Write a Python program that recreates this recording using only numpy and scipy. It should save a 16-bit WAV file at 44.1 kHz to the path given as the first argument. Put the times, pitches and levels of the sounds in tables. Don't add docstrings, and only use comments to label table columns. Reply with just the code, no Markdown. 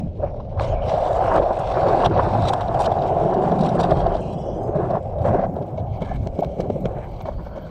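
import sys
import numpy as np
from scipy import signal
from scipy.fft import rfft, irfft, next_fast_len
from scipy.io import wavfile
from scipy.ndimage import uniform_filter1d, map_coordinates

SR = 44100
rng = np.random.default_rng(int(sys.argv[2]) if len(sys.argv) > 2 else 0)


def put_to_file(sound):
    columns = np.atleast_2d(sound).T
    safe = np.clip(columns, -1, 1)
    whole_steps = np.round(safe * 32767)
    wavfile.write(sys.argv[1], SR, whole_steps.astype(np.int16))


N = 339570

# time in seconds, level in dB, top of the hiss over that level in dB.
BEARING_HISS = [(0.0, -51, -12), (0.02, -66, -19), (0.56, -65, -24), (0.62, -44.5, -12), (0.79, -63, -28),
                (0.88, -44.5, -20.5), (1.11, -49.5, -11), (1.52, -50.5, -16.5), (2.04, -45, -16),
                (2.06, -63, -3), (2.1, -51.5, -17.5), (2.46, -52, -14), (2.49, -42, -10), (2.51, -54, -10),
                (2.7, -55, -17), (2.85, -58, 0), (2.9, -51, -17), (3.37, -55, -12), (3.79, -53.5, -12),
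                (4.12, -56, -11.5), (4.61, -77, 6.5), (5.17, -62.5, -19), (5.28, -67, 0), (5.36, -70, -5),
                (5.64, -65, -13), (5.94, -51, -27.5), (6.69, -51.5, -24), (7.01, -51, -26),
                (7.51, -57.5, -25), (7.7, -50, -28)]
# time in seconds, share from 0 to 1.
SLOW_SHARE = [(0, 0), (5.55, 0), (5.8, .85), (7.7, .85)]
# frequency in Hz, gain in dB.
GRIT_COLOUR = [(560, -12.5), (950, -3.5), (1090, -6), (1200, -11), (1580, -17), (1900, -21), (2200, -39),
               (2860, -51), (4840, -120)]
# frequency in Hz, gain in dB.
RUMBLE_COLOUR = [(60, -50), (110, -10), (165, 0), (285, -9), (400, -35), (900, -140)]


def amp(db):
    return 10 ** (np.asarray(db) / 20)


def unit(x):
    return x / np.sqrt(np.mean(x ** 2) + 1e-20)


def curves(rows):
    s, *cols = np.transpose(rows)
    return [np.interp(np.arange(N) / SR, s, c) for c in cols]


def wobble(rate):
    knots = rng.standard_normal(int(N * rate / SR) + 4)
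    return map_coordinates(knots, [np.arange(N) * rate / SR])


def gate(start, end, fade):
    t = np.arange(N) / SR
    return np.clip((t - start) / fade, 0, 1) * np.clip((end - t) / fade, 0, 1)


def filtered(x, response):
    m = next_fast_len(N + 8192)
    return irfft(rfft(x, m) * response(np.fft.rfftfreq(m, 1 / SR)), m)[:N]


def colour(points):
    f, db = np.transpose(points)
    return lambda hz: amp(np.interp(np.log(hz + 1), np.log(f + 1), db))


def resonances(modes):
    def response(f):
        total = 0
        for k, (centre, width, db) in enumerate(modes):
            damping = 1j * f * width
            total = total + (-1) ** k * amp(db) * damping / (centre * centre - f * f + damping)
        return total
    return response


def twice(modes):
    half = resonances([(hz, width * 1.29, db / 2) for hz, width, db in modes])
    return lambda f: half(f) ** 2


def gritty(lumpy_db, rate):
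    return unit(amp(lumpy_db * wobble(rate)) * rng.standard_normal(N))


def excite(env, response):
    noise = rng.standard_normal(N)
    return filtered(env * noise, response) / np.std(filtered(noise, response))


def bursts(times, db, lengths, soft):
    env, t = np.zeros(N + SR), np.arange(SR // 5) / SR
    for s, level, length in zip(times, db, np.maximum(lengths, 3e-4)):
        shape = (t / length) ** soft * np.exp(-(t / length) ** 1.2)
        first = max(round(s * SR), 0)
        env[first:][:len(t)] += amp(level) * shape / shape.max()
    return env[:N]


def humps(times, db, lengths, tail):
    env, t = np.zeros(N), np.arange(N) / SR
    for s, level, length in zip(times, db, np.clip(lengths, 1e-3, .03)):
        near = slice(max(int((s - .1) * SR), 0), int((s + .1) * SR))
        late = (t[near] - s) / length
        env[near] += amp(level) * np.exp(-np.where(late > 0, late / tail, late) ** 2)
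    return env


def scattered(count, start, level_db, spread_db):
    draw = rng.random((count, 2))
    s = start + draw[:, 0] * (N / SR - start)
    return s, level_db[(s * SR).astype(int)] + spread_db * draw[:, 1] ** 2


def patchy(x, depth_db, size):
    z = signal.stft(x, nperseg=512)[2]
    field = uniform_filter1d(rng.standard_normal(z.shape), size=6, axis=0)
    field = uniform_filter1d(field, size=size, axis=1)
    return signal.istft(z * amp(depth_db * unit(field)), nperseg=512)[1][:N]


def surface():
    # time in seconds, roar of the deck in dB.
    roll_levels = [(0.0, -41), (0.01, -36), (0.14, -54), (0.215, -39), (0.235, -23.5), (0.29, -34),
                   (0.5, -39.5), (0.61, -28), (0.82, -27.5), (0.93, -21.5), (1.46, -19.5), (1.55, -23.5),
                   (2.07, -18), (2.1, -32), (2.18, -14.5), (2.22, -21.5), (2.74, -28.5), (2.75, -21.5),
                   (4.17, -25), (4.23, -31.5), (4.9, -27.5), (4.96, -24), (5.0, -34), (5.22, -28),
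                   (5.26, -18.5), (5.32, -25), (5.46, -25.5), (5.49, -33.5), (5.63, -33), (6.13, -37.5),
                   (6.81, -33.5), (6.87, -31.5), (7.06, -38), (7.2, -40.5), (7.3, -39.5), (7.36, -47),
                   (7.5, -41.5), (7.7, -44)]
    # start and end in seconds, grit over the roar in dB.
    rough_patches = [(0.215, 0.294, -12), (0.572, 0.654, -6.5), (0.665, 1.238, -12), (1.237, 1.388, -7),
                     (1.419, 1.745, -11), (1.745, 2.88, -7.5), (2.903, 3.448, -13.5), (3.441, 4.2, -9),
                     (4.742, 4.994, -9), (5.237, 5.457, -8.5), (5.536, 5.63, -14), (5.758, 5.81, -22),
                     (6.001, 6.158, -7.5), (6.856, 7.259, -14), (7.251, 7.8, -4.5)]
    smooth_db, edge_s = -19, 0.0061
    roar_db, = curves(roll_levels)
    rough_db = sum((db - smooth_db) * gate(start, end + edge_s, edge_s) for start, end, db in rough_patches)
    return roar_db, roar_db + smooth_db + rough_db


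def street():
    # frequency in Hz, gain in dB.
    street_colour = [(180, -34), (300, -11.5), (391, -21.5), (500, 0), (620, 6.5), (760, -14.5), (900, -24),
                     (1280, -32), (1800, -34), (2710, -48.5), (6350, -51), (10000, -81), (13000, -103),
                     (22000, -120)]
    return amp(-44.5) * unit(filtered(rng.standard_normal(N), colour(street_colour)))


def wind():
    # time in seconds, then levels of deep buffet, throb and rumble in dB.
    wind_levels = [(0.0, -43, -22.5, -35), (0.04, -32, -34, -28), (0.09, -22, -28, -34),
                   (0.13, -35, -34, -37.5), (0.43, -25.5, -34, -38.5), (0.47, -33, -31, -42),
                   (0.71, -21.5, -28, -42), (0.77, -29.5, -30, -39), (1.74, -32.5, -38, -42.5),
                   (1.78, -38.5, -29, -35), (2.32, -28, -27, -26), (2.42, -37, -20, -24.5),
                   (2.59, -32.5, -28.5, -37.5), (3.71, -35, -37.5, -24), (3.97, -22, -26, -26.5),
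                   (4.14, -33, -31, -35.5), (4.8, -35, -32.5, -33), (5.17, -38.5, -29.5, -39.5),
                   (5.32, -26, -18.5, -21), (5.38, -30.5, -32, -28), (5.68, -50, -29.5, -36),
                   (5.88, -39, -25.5, -37.5), (6.13, -33, -37, -36), (6.199, -29.5, -25, -29),
                   (6.41, -37, -40, -39), (6.47, -32, -37, -32), (6.551, -38, -41, -35),
                   (6.69, -31, -29.5, -33), (6.78, -35, -47, -31), (6.845, -31, -32, -24),
                   (6.9, -33.5, -39.5, -41), (7.61, -37, -42, -41), (7.7, -33, -41, -41)]
    # frequency in Hz, gain in dB.
    buffet_colour = [(8, -40), (18, -8), (45, 0), (70, -4), (120, -24), (200, -70), (500, -140)]
    throb_colour = [(35, -50), (60, -12), (100, 0), (150, -12), (260, -60), (600, -140)]
    gust_rate, own_db, shared_db = 9, 1.5, 1
    gust_db = shared_db * wobble(gust_rate)
    total = 0
    layers = []
    for tone in (buffet_colour, throb_colour, RUMBLE_COLOUR):
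        air = filtered(gritty(own_db, rate=gust_rate), colour(tone))
        layers.append(unit(amp(gust_db) * air))
    for db, layer in zip(curves(wind_levels), layers):
        total = total + amp(db) * layer
    return total


def bumps(steady):
    # time in seconds, level in dB before the trim below, pitch in Hz before it wavers.
    bump_rows = [(0.04, -16.5, 152.6), (0.089, -20.5, 100), (0.264, -16.5, 100.4), (0.384, -18, 79.5),
                 (0.588, -11, 99.7), (0.615, -18.5, 90), (0.662, -18.0, 99), (0.703, -13.0, 89),
                 (0.741, -17, 80.64), (0.852, -13.5, 98.8), (0.938, -20, 150.9), (1.108, -21.5, 110.7),
                 (1.134, -17, 89.8), (1.201, -23, 99.3), (1.227, -24.0, 90.4), (1.292, -21, 109.7),
                 (1.367, -19.5, 100), (1.405, -18, 139), (1.602, -18, 140.9), (1.768, -19, 109.9),
                 (1.794, -21, 120.6), (1.834, -14, 110), (1.898, -20, 139), (1.937, -18.5, 120.4),
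                 (2.071, -10, 120.1), (2.124, -12, 120.4), (2.18, -13, 139.3), (2.273, -16, 139.6),
                 (2.318, -15, 109.8), (2.351, -13.5, 130.2), (2.412, -17.5, 139.8), (2.433, -14, 160),
                 (2.467, -19, 119.7), (2.687, -21.5, 140), (2.763, -14, 110), (2.79, -20, 109.8),
                 (2.886, -20, 200), (2.967, -22, 110), (2.997, -16.5, 120.1), (3.119, -17, 130.2),
                 (3.164, -18, 149.2), (3.257, -12, 169.9), (3.407, -20, 160.1), (3.467, -12, 180.2),
                 (3.538, -14.5, 150), (3.57, -15, 180.3), (3.61, -6, 179.1), (3.655, -16.0, 179.4),
                 (3.683, -15.0, 189.6), (3.721, -12.5, 170.3), (3.747, -13.5, 150.7), (3.815, -14, 201.1),
                 (3.84, -15, 139.7), (3.862, -15, 199.9), (3.923, -14, 150), (3.946, -16, 109.5),
                 (3.972, -12.5, 139.8), (4.01, -21, 159.6), (4.064, -18.5, 190.7), (4.265, -16, 129.9),
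                 (4.333, -18.5, 179.6), (4.364, -17, 120.7), (4.416, -18, 140), (4.694, -15, 120.1),
                 (4.758, -20.5, 210), (4.787, -22, 159.2), (4.834, -13, 138), (4.861, -19.5, 109.6),
                 (4.915, -19, 189), (4.953, -13.5, 160), (5.279, -16.5, 170), (5.309, -14, 99.84),
                 (5.328, -11.5, 150.5), (5.393, -15, 209.2), (5.497, -17, 160.1), (5.61, -14.5, 130),
                 (5.743, -19, 120), (5.844, -15, 99.9), (5.874, -24, 100), (5.918, -14, 99.9),
                 (5.944, -17, 120.4), (6.159, -23, 150), (6.191, -18.0, 120), (6.229, -13, 100),
                 (6.272, -16, 130.2), (6.391, -15, 180), (6.466, -17, 139), (6.598, -16.5, 140),
                 (6.681, -19, 110), (6.705, -13, 200.7), (6.754, -18, 180), (6.844, -14.0, 139.4),
                 (6.912, -23, 109.8), (6.963, -17.5, 120), (6.997, -24.0, 99.8), (7.169, -25.5, 119.7),
                 (7.24, -22, 110), (7.351, -25, 109.6), (7.659, -26.5, 130)]
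    length_s, trim_db, calm = 0.0067, -2.5, 1.1
    s, db, pitch_hz = np.transpose(bump_rows)
    hz = np.interp(np.arange(N) / SR, s, pitch_hz) * (1 + 0.0994 * wobble(40))
    push = humps(s, db + trim_db, np.full(len(s), length_s), tail=1.01)
    calmed = steady / np.sqrt(1 + (calm * push / steady.std()) ** 2)
    return push * np.sin(2 * np.pi * np.cumsum(hz) / SR) + calmed


def fizz():
    # time in seconds, level of the fizz in dB.
    fizz_levels = [(4.0, -83), (4.7, -90), (5.4, -78.5), (6.2, -81), (7.7, -76.5)]
    # time in seconds, level in dB before the trim below.
    tick_rows = [(4.631, -57), (5.127, -60), (5.2277, -63), (5.247, -63), (5.542, -50), (5.751, -73),
                 (6.0204, -53.5), (6.2704, -61), (6.4056, -48), (6.445, -53.5), (6.602, -60.5),
                 (6.605, -52), (6.752, -57), (6.806, -50), (6.8548, -75), (7.114, -59), (7.221, -47.5),
                 (7.4363, -63)]
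    # frequency in Hz, gain in dB.
    thin_colour = [(9500, -120), (11400, -14), (11900, -2), (12400, 0), (13000, -3), (14300, -8),
                   (15700, -11)]
    faint_count, faint_db, spread_db = 40, 13, 4.5
    length_s, trim_db = .0022, -9.0
    fizz_db, = curves(fizz_levels)
    faint = scattered(faint_count, 4.6, fizz_db + faint_db, spread_db)
    s, db = np.hstack([np.transpose(tick_rows), faint])
    steady = gate(4.0, 9, .3) * amp(fizz_db) * unit(filtered(gritty(3.5, rate=90), colour(thin_colour)))
    tick_env = bursts(s - .002, db + trim_db, np.full(len(s), length_s), soft=1.6)
    return steady + excite(tick_env, colour(thin_colour))


def metal(env):
    # pitch in Hz, width in Hz before twice() widens it, level in dB.
    truck_modes = [(2460, 640, -8.5), (3170, 420, 1.5), (3810, 496, 0), (4810, 540, -6.5), (5680, 410, -9)]
    slow_modes = [(1620, 120, -17), (2230, 120, 2), (3080, 450, -6.5), (4030, 570, -7.5), (4670, 460, -10),
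                  (5440, 820, -13), (6600, 1200, -20)]
    turn = curves(SLOW_SHARE)[0] * np.pi / 2
    return excite(env * np.cos(turn), twice(truck_modes)) + excite(env * np.sin(turn), twice(slow_modes))


def bearings():
    # frequency in Hz, gain in dB.
    hiss_colour = [(1120, -37), (1900, -5), (2040, 0.5), (2210, -1), (2590, -2), (3330, -6), (3930, -9),
                   (4830, -13), (5610, -13), (6800, -29), (8840, -57.5), (15000, -120)]
    hiss_top_colour = [(3650, -29.5), (6200, 1), (7490, 0.5), (8150, 1.5), (8970, -3.5), (10800, -18),
                       (11500, -15), (15000, -49), (22000, -120)]
    slow_ring_db, shake_db = -5, -24
    hiss_db, top_db = curves(BEARING_HISS)
    slow = curves(SLOW_SHARE)[0]
    lumps_db = 2.0 * wobble(25) + 0.54 * wobble(150)
    plain = unit(filtered(gritty(3.5, rate=290), colour(hiss_colour)))
    plain = amp(-2.5) * np.cos(slow * np.pi / 2) * plain
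    ringing = amp(-10.0 + slow_ring_db * slow) * metal(amp(0.92 * wobble(60)))
    top = unit(filtered(gritty(2.9, rate=350), colour(hiss_top_colour)))
    grit_db = surface()[1]
    shaken = excite(amp(grit_db + shake_db + 2.7 * wobble(120)), colour(hiss_colour))
    hiss = amp(hiss_db + lumps_db) * (plain + ringing + amp(top_db) * top)
    return patchy(hiss + shaken, depth_db=2, size=20)


def lingering():
    # start and end in seconds, pitch in Hz, width in Hz, level in dB.
    band_rows = [(.65, .76, 3100, 300, -56), (.67, .78, 2630, 500, -54), (.74, .88, 2300, 250, -55.5),
                 (.8, .89, 2950, 400, -51), (.225, .31, 2007, 1200, -58), (.72, .9, 3360, 400, -71),
                 (1.2, 1.4, 2396, 699, -51), (.66, .74, 6540, 700, -63), (.66, .7, 5700, 200, -65),
                 (.71, .76, 5300, 500, -66), (1.75, 2.04, 2570, 400, -59), (1.8, 2.04, 4100, 900, -58),
                 (2.1, 2.46, 2502, 450, -57), (2.12, 2.22, 4107, 900, -51), (2.22, 2.46, 3847, 800, -54),
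                 (2.1, 3.3, 5710, 300, -77), (3.05, 3.5, 3009, 600, -59), (3.86, 4.03, 4244, 500, -60),
                 (2.2, 2.9, 8305, 350, -74), (3.93, 4.04, 3210, 200, -54), (4.08, 4.36, 3100, 300.8, -61),
                 (4.18, 4.35, 4088, 398, -65), (4.12, 4.68, 4916, 130.1, -70.5),
                 (4.18, 4.56, 5540, 260, -67.5), (4.2, 4.35, 2720, 496, -55), (4.2, 4.34, 7900, 900, -73),
                 (4.2, 4.3, 6255, 300, -71), (4.3, 4.6, 3325, 220.3, -65), (4.34, 4.47, 2640, 120, -67),
                 (4.33, 4.58, 2990, 180, -61.5), (4.5, 4.66, 3110, 99.7, -68), (4.44, 4.6, 6000, 350, -67),
                 (4.6, 4.74, 6440, 403, -72), (4.75, 4.97, 1750, 500, -69), (5.25, 5.47, 1775, 550, -47.5),
                 (5.85, 6.08, 3088, 500, -63.5), (5.92, 6.0, 2230, 303, -59.5),
                 (6.01, 6.17, 2190, 300, -56), (6.02, 6.18, 1666, 200, -52), (6.3, 6.92, 2238, 301.4, -74),
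                 (7.08, 7.25, 2187, 298, -64), (6.45, 6.68, 2817, 250.4, -75),
                 (6.94, 7.08, 1894, 1009, -54), (7.12, 7.22, 3170, 200, -69), (7.08, 7.7, 4495, 598.2, -70),
                 (7.2, 7.45, 3150, 298.7, -75), (7.44, 7.7, 1460, 250, -56), (7.52, 7.66, 3127, 250, -64)]
    fade_s = .02
    out = np.zeros(N)
    drift = .003 * wobble(14)
    flutter = amp(2 * wobble(45) + 1.5 * wobble(10))
    for k, (start, end, hz, width, db) in enumerate(band_rows):
        i = np.arange(int(start * SR), min(int(end * SR), N))
        noise = rng.standard_normal((2, N // 6))[:, :len(i)]
        slow = signal.lfilter(*signal.butter(3, width / 2, fs=SR), noise[0] + 1j * noise[1])
        own = (i + k * SR // 3) % N
        carrier = np.exp(2j * np.pi * np.cumsum(hz * (1 + drift[own])) / SR)
        band = unit((slow * carrier).real)
        fade = np.clip(np.minimum(i - i[0], i[-1] - i) / SR / fade_s, 0, 1)
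        out[i] += amp(db) * fade * flutter[own] * band
    return out


def trucks():
    # time in seconds, level in dB before the trims below, brightness in dB.
    rattle_rows = [(0.226, -52, -29), (0.402, -44, -29), (0.8358, -51, -32), (0.893, -26, -24),
                   (1.127, -30.5, -14), (1.159, -36.5, -14), (1.358, -33, -10.5), (1.374, -36, -16),
                   (1.591, -35, -6), (1.74, -32, -28), (1.887, -25.5, -27), (1.945, -41.5, -22),
                   (1.996, -32.5, -19), (2.059, -21.5, -18), (2.1154, -40, -29), (2.229, -34, -29),
                   (2.288, -47, -22), (2.4212, -44, -20), (2.484, -22, -16), (2.5342, -25, -14.5),
                   (2.525, -36.5, -19), (2.578, -42, -14), (2.68, -36, -28), (2.742, -31.5, -18),
                   (2.61, -23.5, -24), (2.771, -38, -23), (2.794, -28.5, -12), (2.842, -36.5, -23),
                   (2.859, -26, -24), (2.919, -30, -22), (2.987, -33, -41), (3.0189, -32, -29),
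                   (3.3377, -32, -21), (3.42, -34.5, -15), (3.5144, -28, -28), (3.588, -34, -18),
                   (3.606, -33.5, -17), (3.635, -26, -18), (3.6638, -26, -15), (3.688, -26.5, -19),
                   (3.7524, -34.5, -12), (3.7917, -26, -19), (3.8017, -21.5, -17), (3.835, -18.5, -22),
                   (3.9086, -26, -23), (3.9716, -36, -29), (4.003, -30.5, -27), (4.064, -37, -29),
                   (4.15, -33, -26), (4.165, -35.5, -26), (4.21, -49, 4), (4.331, -36.5, -10),
                   (4.548, -53, -9), (4.632, -53, 1), (4.755, -44, -8), (4.8, -47, -25), (4.905, -42, -19),
                   (4.952, -45, -15), (5.217, -39, -25), (5.244, -46, -21), (5.2601, -44.5, -8),
                   (5.285, -45.5, -25), (5.335, -53, -28), (5.39, -46, -29), (5.443, -45, -29),
                   (5.56, -41.5, -22), (5.622, -40.5, -26), (5.776, -40, -33), (5.797, -48, -35),
                   (6.019, -29.5, -30), (6.05, -40.5, -28), (6.115, -48, -34), (6.15, -46.5, -32),
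                   (6.271, -37, -28), (6.388, -35.5, -24), (6.405, -38.5, -20), (6.431, -32.5, -26),
                   (6.446, -33.5, -25), (6.59, -44, -29), (6.605, -23, -22), (6.701, -37, -26),
                   (6.808, -44, -14), (6.854, -28, -32), (7.035, -43, -28), (7.134, -42, -34),
                   (7.152, -45, -34), (7.207, -37.5, -36), (7.2547, -47, -27), (7.325, -46, -30),
                   (7.437, -58, -8)]
    # start and end in seconds, level in dB, brightness in dB.
    scrape_rows = [(0.586, 0.656, -51, -33), (2.04, 2.064, -39.5, -18), (2.415, 2.469, -49, -19),
                   (2.463, 2.499, -43, -19), (2.796, 2.868, -44.5, -9.5), (3.607, 3.625, -48, -14),
                   (3.644, 3.669, -46, -15), (3.805, 3.836, -53, -10), (3.895, 3.94, -53, -14),
                   (5.268, 5.288, -74, 7), (5.771, 5.81, -63, -31), (6.002, 6.155, -62.5, -15),
                   (7.25, 7.301, -59.5, -21), (7.443, 7.486, -60, -22), (7.555, 7.59, -56, -21)]
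    # pitch in Hz, width in Hz before twice() widens it, level in dB.
    truck_top_modes = [(6800, 1000, -4), (8280, 690, 3), (9070, 860, -5), (10400, 770, -7.5),
                       (12500, 1500, -15.5)]
    length_s, metal_db, top_trim_db, body_db = 0.0051, -17, -12, -4
    small_count, small_db, spread_db, small_bright_db = 150, 3, 14.5, -19.5
    slow_loss_db, slow_body_db = 9, 10
    slow = curves(SLOW_SHARE)[0]
    s, db, bright_db = np.transpose(rattle_rows)
    small_curve = curves(BEARING_HISS)[0] + small_db - slow_loss_db * slow
    small_s, small_level = scattered(small_count, 0.45, small_curve, spread_db)
    s, db = np.append(s, small_s), np.append(db, small_level)
    bright_db = np.append(bright_db, np.full(small_count, small_bright_db))
    chatter = amp(3.7 * wobble(500))

    def shake(level):
        return chatter * bursts(s - .005, level, np.full(len(s), length_s), soft=1.46)

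    def top(f):
        return twice(truck_top_modes)(f) / (1 + (f / 13500) ** 10)

    contacts = amp(3.4 * wobble(260))
    scrape = contacts * sum(amp(level) * gate(start, end, 0.0053) for start, end, level, _ in scrape_rows)
    scrape_top = contacts * sum(amp(level + bright) * gate(start, end, 0.0085)
                                for start, end, level, bright in scrape_rows)
    ringing = metal(shake(db + metal_db) + scrape)
    treble = excite(shake(db + bright_db + top_trim_db) + scrape_top, top)
    body = excite(shake(db + body_db) * amp(-slow_body_db * slow), colour(GRIT_COLOUR))
    return ringing + treble + body


def cracks():
    # time in seconds, level in dB before a 6.5 dB lift, sharpness in Hz.
    crack_rows = [(0.5978, -6, 700), (2.0617, -13, 3005), (2.793, -18, 4034), (3.834, -28, 3200),
                  (6.2726, -19.5, 3500), (6.4473, -19, 3225), (6.607, -23, 2800), (6.703, -25, 2800),
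                  (6.857, -16, 2793)]
    out, t = np.zeros(N + SR), np.arange(SR // 100) / SR
    for s, db, sharp_hz in crack_rows:
        u = 2 * np.pi * sharp_hz * t
        rasp = signal.lfilter([u[1]], [1, u[1] - 1], rng.standard_normal(len(t)))
        push = u * (2 - u) * np.exp(-u) + 0.099 * np.exp(-t / 0.0018) * rasp
        lowpass = signal.butter(2, min(6.6 * sharp_hz, SR / 2.2), fs=SR)
        out[round(s * SR):][:len(t)] += amp(db + 6.5) * signal.lfilter(*lowpass, push)
    return filtered(out[:N], lambda f: (1j * f / (600 + 1j * f)) ** 2 / (1 + 1j * f / 7000) ** 4)


def rung(env, response):
    steady = 0.54
    tone = filtered(rng.standard_normal(next_fast_len(N)), response)
    swing = np.abs(signal.hilbert(tone, next_fast_len(N))[:N])
    even = tone / (swing + 0.24 * tone.std()) ** steady
    return filtered(env * unit(even), lambda f: 1 / (1 + (f / 1300) ** 6) / (1 + (330 / (f + 1)) ** 6))


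def knocked(times, pitch_hz, env, response):
    hz = np.interp(np.arange(N) / SR, times, pitch_hz) * (1 + 0.065 * wobble(160))
    tone = np.sqrt(2) * np.sin(2 * np.pi * np.cumsum(hz) / SR)
    return env * tone + amp(-3.5) * rung(env, response)


def deck():
    # time in seconds, low mode in dB, stiffness in dB (how far upper modes are favoured).
    load_rows = [(0.0, -53, -5), (0.21, -38.5, -3.5), (0.86, -52.5, -2), (1.44, -27.5, 1), (1.63, -38, 5.5),
                 (1.95, -24, 0), (2.66, -40.5, 13), (3.04, -26, 11.5), (3.95, -27.5, 6.5), (4.35, -35, 1),
                 (4.8, -27, 6.5), (5.06, -47.5, -4), (5.25, -34, -4.5), (6.09, -44, 9), (6.4, -39.5, -10),
                 (6.8, -34, -5), (7.1, -42.5, 9), (7.7, -48.5, -11)]
    # time in seconds, level in dB before the trims below, length in seconds,
    # thud over that level in dB, pitch in Hz before it wavers.
    jolt_rows = [(0.204, -22, 0.0055, -15, 584), (0.239, -15.5, 0.014, -12.5, 569),
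                 (0.276, -21, 0.0034, -5, 622), (0.346, -22.5, 0.0038, -8, 537),
                 (0.598, -17, 0.0028, -10, 788), (0.612, -14.5, 0.0034, -13.5, 628.3),
                 (0.622, -21, 0.0033, -11, 650), (0.647, -16, 0.005, -16.5, 613.4),
                 (0.682, -21.5, 0.0065, -13.5, 602.5), (0.7, -23, 0.0041, -6, 601.5),
                 (0.736, -17.5, 0.018, -13.5, 655.5), (0.842, -18, 0.0046, -19.5, 609),
                 (0.871, -17, 0.0059, -13, 641), (0.918, -15.5, 0.0057, -20, 672.4),
                 (0.942, -10.5, 0.0037, -24.5, 597), (0.954, -15.5, 0.0041, -15.5, 627),
                 (0.98, -11, 0.004, -20.5, 650.5), (1.029, -11.0, 0.0063, -25, 615),
                 (1.064, -14.5, 0.0032, -22, 660), (1.11, -13.0, 0.005, -14, 610),
                 (1.168, -16.5, 0.0043, -26, 600), (1.217, -11.5, 0.0041, -23.5, 640),
                 (1.282, -12, 0.0069, -22.5, 750), (1.298, -20, 0.0077, -18, 670),
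                 (1.365, -9, 0.0037, -16.5, 769), (1.4, -9, 0.0094, -13, 573),
                 (1.441, -15, 0.0041, -16, 567), (1.461, -14, 0.0076, -20.5, 690),
                 (1.49, -15.5, 0.0026, -19, 619), (1.743, -17.5, 0.011, -15, 650),
                 (1.835, -13.5, 0.01, -15.5, 758), (1.853, -15.5, 0.0058, -17, 560.4),
                 (1.867, -11, 0.0065, -13, 631), (1.885, -15, 0.0036, -10, 687.4),
                 (1.905, -14, 0.0059, -17, 691.4), (1.934, -12.5, 0.006, -17, 670.6),
                 (1.95, -9.5, 0.0047, -20, 731), (1.977, -12.5, 0.0029, -19.5, 739.6),
                 (1.996, -10.5, 0.0035, -15, 693), (2.017, -14, 0.0035, -17, 707),
                 (2.049, -12, 0.005, -13, 610), (2.06, -9.0, 0.0047, -15.5, 780),
                 (2.07, -17.5, 0.0039, 0, 595), (2.167, -10.5, 0.0046, -17.5, 735.4),
                 (2.177, -9, 0.0038, -14, 613), (2.197, -11, 0.0061, -11.5, 759),
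                 (2.228, -14.5, 0.0042, -14, 790), (2.353, -11, 0.0054, -10, 700),
                 (2.379, -18, 0.0062, -10.5, 660), (2.39, -15.5, 0.0061, -15.5, 711.5),
                 (2.451, -17.5, 0.0041, -14.5, 725), (2.506, -11.5, 0.0072, -12.5, 741),
                 (2.692, -13, 0.0064, -11, 693.4), (2.75, -12, 0.0052, -17.5, 758),
                 (2.775, -14, 0.0034, -18, 667.6), (2.804, -11, 0.0059, -14.5, 761.3),
                 (2.816, -14, 0.006, -20, 702.4), (2.872, -10, 0.0047, -22, 691.5),
                 (2.884, -13, 0.0061, -13.5, 670), (2.92, -7.5, 0.0043, -13.5, 750.6),
                 (3.009, -17.5, 0.0032, -16, 670), (3.119, -14.5, 0.0031, -5, 618.7),
                 (3.135, -16.5, 0.011, -13.5, 580), (3.172, -12.5, 0.0061, -11, 730),
                 (3.234, -12, 0.0048, -16, 659), (3.253, -17.5, 0.0038, -5, 630),
                 (3.261, -12, 0.0039, -7, 629.7), (3.35, -11.5, 0.0048, -19, 700),
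                 (3.408, -12.5, 0.0054, -15.5, 705.3), (3.438, -11, 0.003, -12.5, 622),
                 (3.477, -13, 0.0058, -6, 720), (3.523, -10.5, 0.0078, -7, 710),
                 (3.628, -15.5, 0.0053, -8, 680), (3.639, -13.5, 0.0061, -11, 609),
                 (3.657, -11, 0.0045, -5.5, 690), (3.719, -17, 0.0063, -3.5, 600),
                 (3.757, -13, 0.0048, -3.5, 560), (3.795, -10.5, 0.0045, -18, 698),
                 (3.822, -13, 0.0029, -8.5, 640), (3.847, -11, 0.0084, -8, 755),
                 (3.921, -7, 0.0056, -7, 656), (3.936, -20.5, 0.0034, -6, 664.5),
                 (4.006, -10.5, 0.0029, -10.5, 740), (4.022, -16.5, 0.0072, -15, 617),
                 (4.066, -8.5, 0.0041, -17, 620), (4.074, -16, 0.0029, -15.5, 619),
                 (4.122, -23, 0.004, -11.5, 600), (4.137, -17.5, 0.0042, -13.5, 726),
                 (4.154, -10.5, 0.0031, -15, 650), (4.167, -21.5, 0.0027, -8.5, 585.4),
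                 (4.201, -18.5, 0.0061, -4.5, 629), (4.291, -22.5, 0.005, -2.5, 620),
                 (4.487, -18, 0.0095, -13.5, 583), (4.688, -21.5, 0.0088, -9.5, 643),
                 (4.741, -20, 0.011, -14, 511.7), (4.763, -13.5, 0.0079, -8.5, 640),
                 (4.775, -19, 0.0041, -13.5, 532.7), (4.791, -25.5, 0.0092, -4.5, 631.3),
                 (4.808, -22.5, 0.0029, -11, 630), (4.83, -25.5, 0.0034, -1, 580),
                 (4.844, -20.5, 0.0058, -7.5, 651), (4.901, -18.5, 0.0032, -14.5, 649.7),
                 (4.91, -14.0, 0.0062, -13, 650), (4.938, -18.5, 0.0053, -6, 656),
                 (4.951, -14, 0.0071, -12, 638), (4.971, -15, 0.0036, -3.5, 735),
                 (5.162, -19.5, 0.0054, -14.5, 598), (5.231, -22.5, 0.0063, -9, 620),
                 (5.256, -10.5, 0.0054, -18, 541.3), (5.294, -12, 0.0032, -11.5, 710),
                 (5.308, -17.5, 0.009, -4.5, 689.4), (5.34, -13.0, 0.0036, -1, 648.5),
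                 (5.348, -11.5, 0.0034, -1.5, 710), (5.359, -17, 0.0026, -8.5, 587),
                 (5.386, -16.5, 0.0047, -6, 667), (5.397, -11, 0.0037, -9.5, 649),
                 (5.429, -14, 0.0033, -15, 653.5), (5.445, -13.5, 0.0091, -13, 690),
                 (5.468, -20.5, 0.0047, -9, 662), (5.569, -17, 0.0033, -13.5, 631),
                 (5.59, -22.5, 0.0039, -8.5, 670), (5.615, -23, 0.01, 1.5, 530),
                 (5.785, -17, 0.0079, -11.5, 666), (6.021, -20, 0.0036, -5.5, 544),
                 (6.031, -23, 0.0055, -9, 652), (6.118, -20.5, 0.0069, -12.5, 699),
                 (6.273, -20.5, 0.0032, -4, 594.6), (6.394, -15, 0.0057, -1.5, 600),
                 (6.426, -13, 0.0052, -10.5, 659.7), (6.439, -14.0, 0.004, -13.5, 623),
                 (6.587, -26, 0.0062, 0.5, 600), (6.601, -13, 0.0033, -4, 510),
                 (6.703, -14, 0.0064, 0, 568), (6.763, -21.5, 0.0083, -3.5, 559),
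                 (6.858, -15, 0.0036, -6.5, 530), (6.912, -24.5, 0.0048, -7.5, 562),
                 (6.989, -23.5, 0.0066, -12.5, 620), (7.21, -28.5, 0.0047, -15.5, 730),
                 (7.257, -25, 0.0039, -15, 640), (7.275, -26.5, 0.0039, -7, 660),
                 (7.289, -18, 0.0055, -16, 582), (7.469, -23.5, 0.0041, -18, 531),
                 (7.561, -27.5, 0.0062, -7, 590), (7.578, -26, 0.0071, -8, 551)]
    # pitch in Hz, width in Hz, level in dB.
    wood_modes = [(532, 85.8, 2.5), (677.4, 132.7, 3), (775.3, 101, 1.5), (987, 320, -19.5)]
    # pitch in Hz, width in Hz before twice() widens it, level in dB.
    low_modes = [(305, 31.6, -6.5), (400.3, 120, -1.5)]
    ring_db, edge_db, thump_db, thud_trim_db = -5, -10.5, -7.5, -7
    edge_follows = 1
    lift = 0.88
    roar_db, grit_db = surface()
    low_db, stiff_db = curves(load_rows)
    s, db, length, thud_db, pitch_hz = np.transpose(jolt_rows)
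    wood = resonances(wood_modes)

    def dulled(f):
        return wood(f) / (1 + 1j * f / 1500) ** 2 * (1j * f / (350 + 1j * f)) ** 2

    def upper(f):
        return 1 / (1 + (680 / (f + 1)) ** 10)

    lumps = wobble(35)
    ring = amp(roar_db) * unit(filtered(amp(.7 * lumps) * gritty(1.2, rate=330), dulled))
    high = filtered(ring, upper)
    roar = amp(stiff_db / 2) * high + amp(-stiff_db / 2) * (ring - high)
    low = amp(low_db) * unit(filtered(amp(2.6 * lumps) * gritty(2.6, rate=66), twice(low_modes)))
    grit = amp(grit_db) * unit(filtered(amp(2.5 * lumps) * gritty(3, rate=200), colour(GRIT_COLOUR)))

    blows = humps(s, db, length, tail=0.99)
    thuds = humps(s, db + thud_db, 1.23 * length, tail=1.13)
    hush = 1 / np.sqrt(1 + (lift * blows / amp(roar_db)) ** 2)
    jolt_ring = amp(ring_db) * knocked(s, pitch_hz, blows, dulled)
    edge = amp(edge_db + edge_follows * (grit_db - roar_db)) * excite(blows, colour(GRIT_COLOUR))
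    thump = amp(thump_db) * excite(thuds, twice(low_modes))
    thud = amp(thud_trim_db) * excite(thuds, colour(RUMBLE_COLOUR))
    return hush * roar + low + grit + jolt_ring + edge + thump + thud


def scene():
    board = deck() + bearings()
    rattling = patchy(trucks() + cracks(), depth_db=3, size=5)
    return (board + rattling + lingering() + fizz() + bumps(wind()) + street())[None]


def record(dry):
    dip_hz, dip_width_hz, dip_depth = 1870, 120, 0.47
    ceiling, top_hz = .7, 15719
    x = filtered(dry[0], lambda hz: 1 - dip_depth * np.exp(-((hz - dip_hz) / dip_width_hz) ** 2))
    x = x / (1 + np.abs(x / ceiling) ** 4) ** (1 / 4)
    return filtered(x, lambda hz: hz < top_hz)[None]


dry = scene()
out = record(dry)
put_to_file(out)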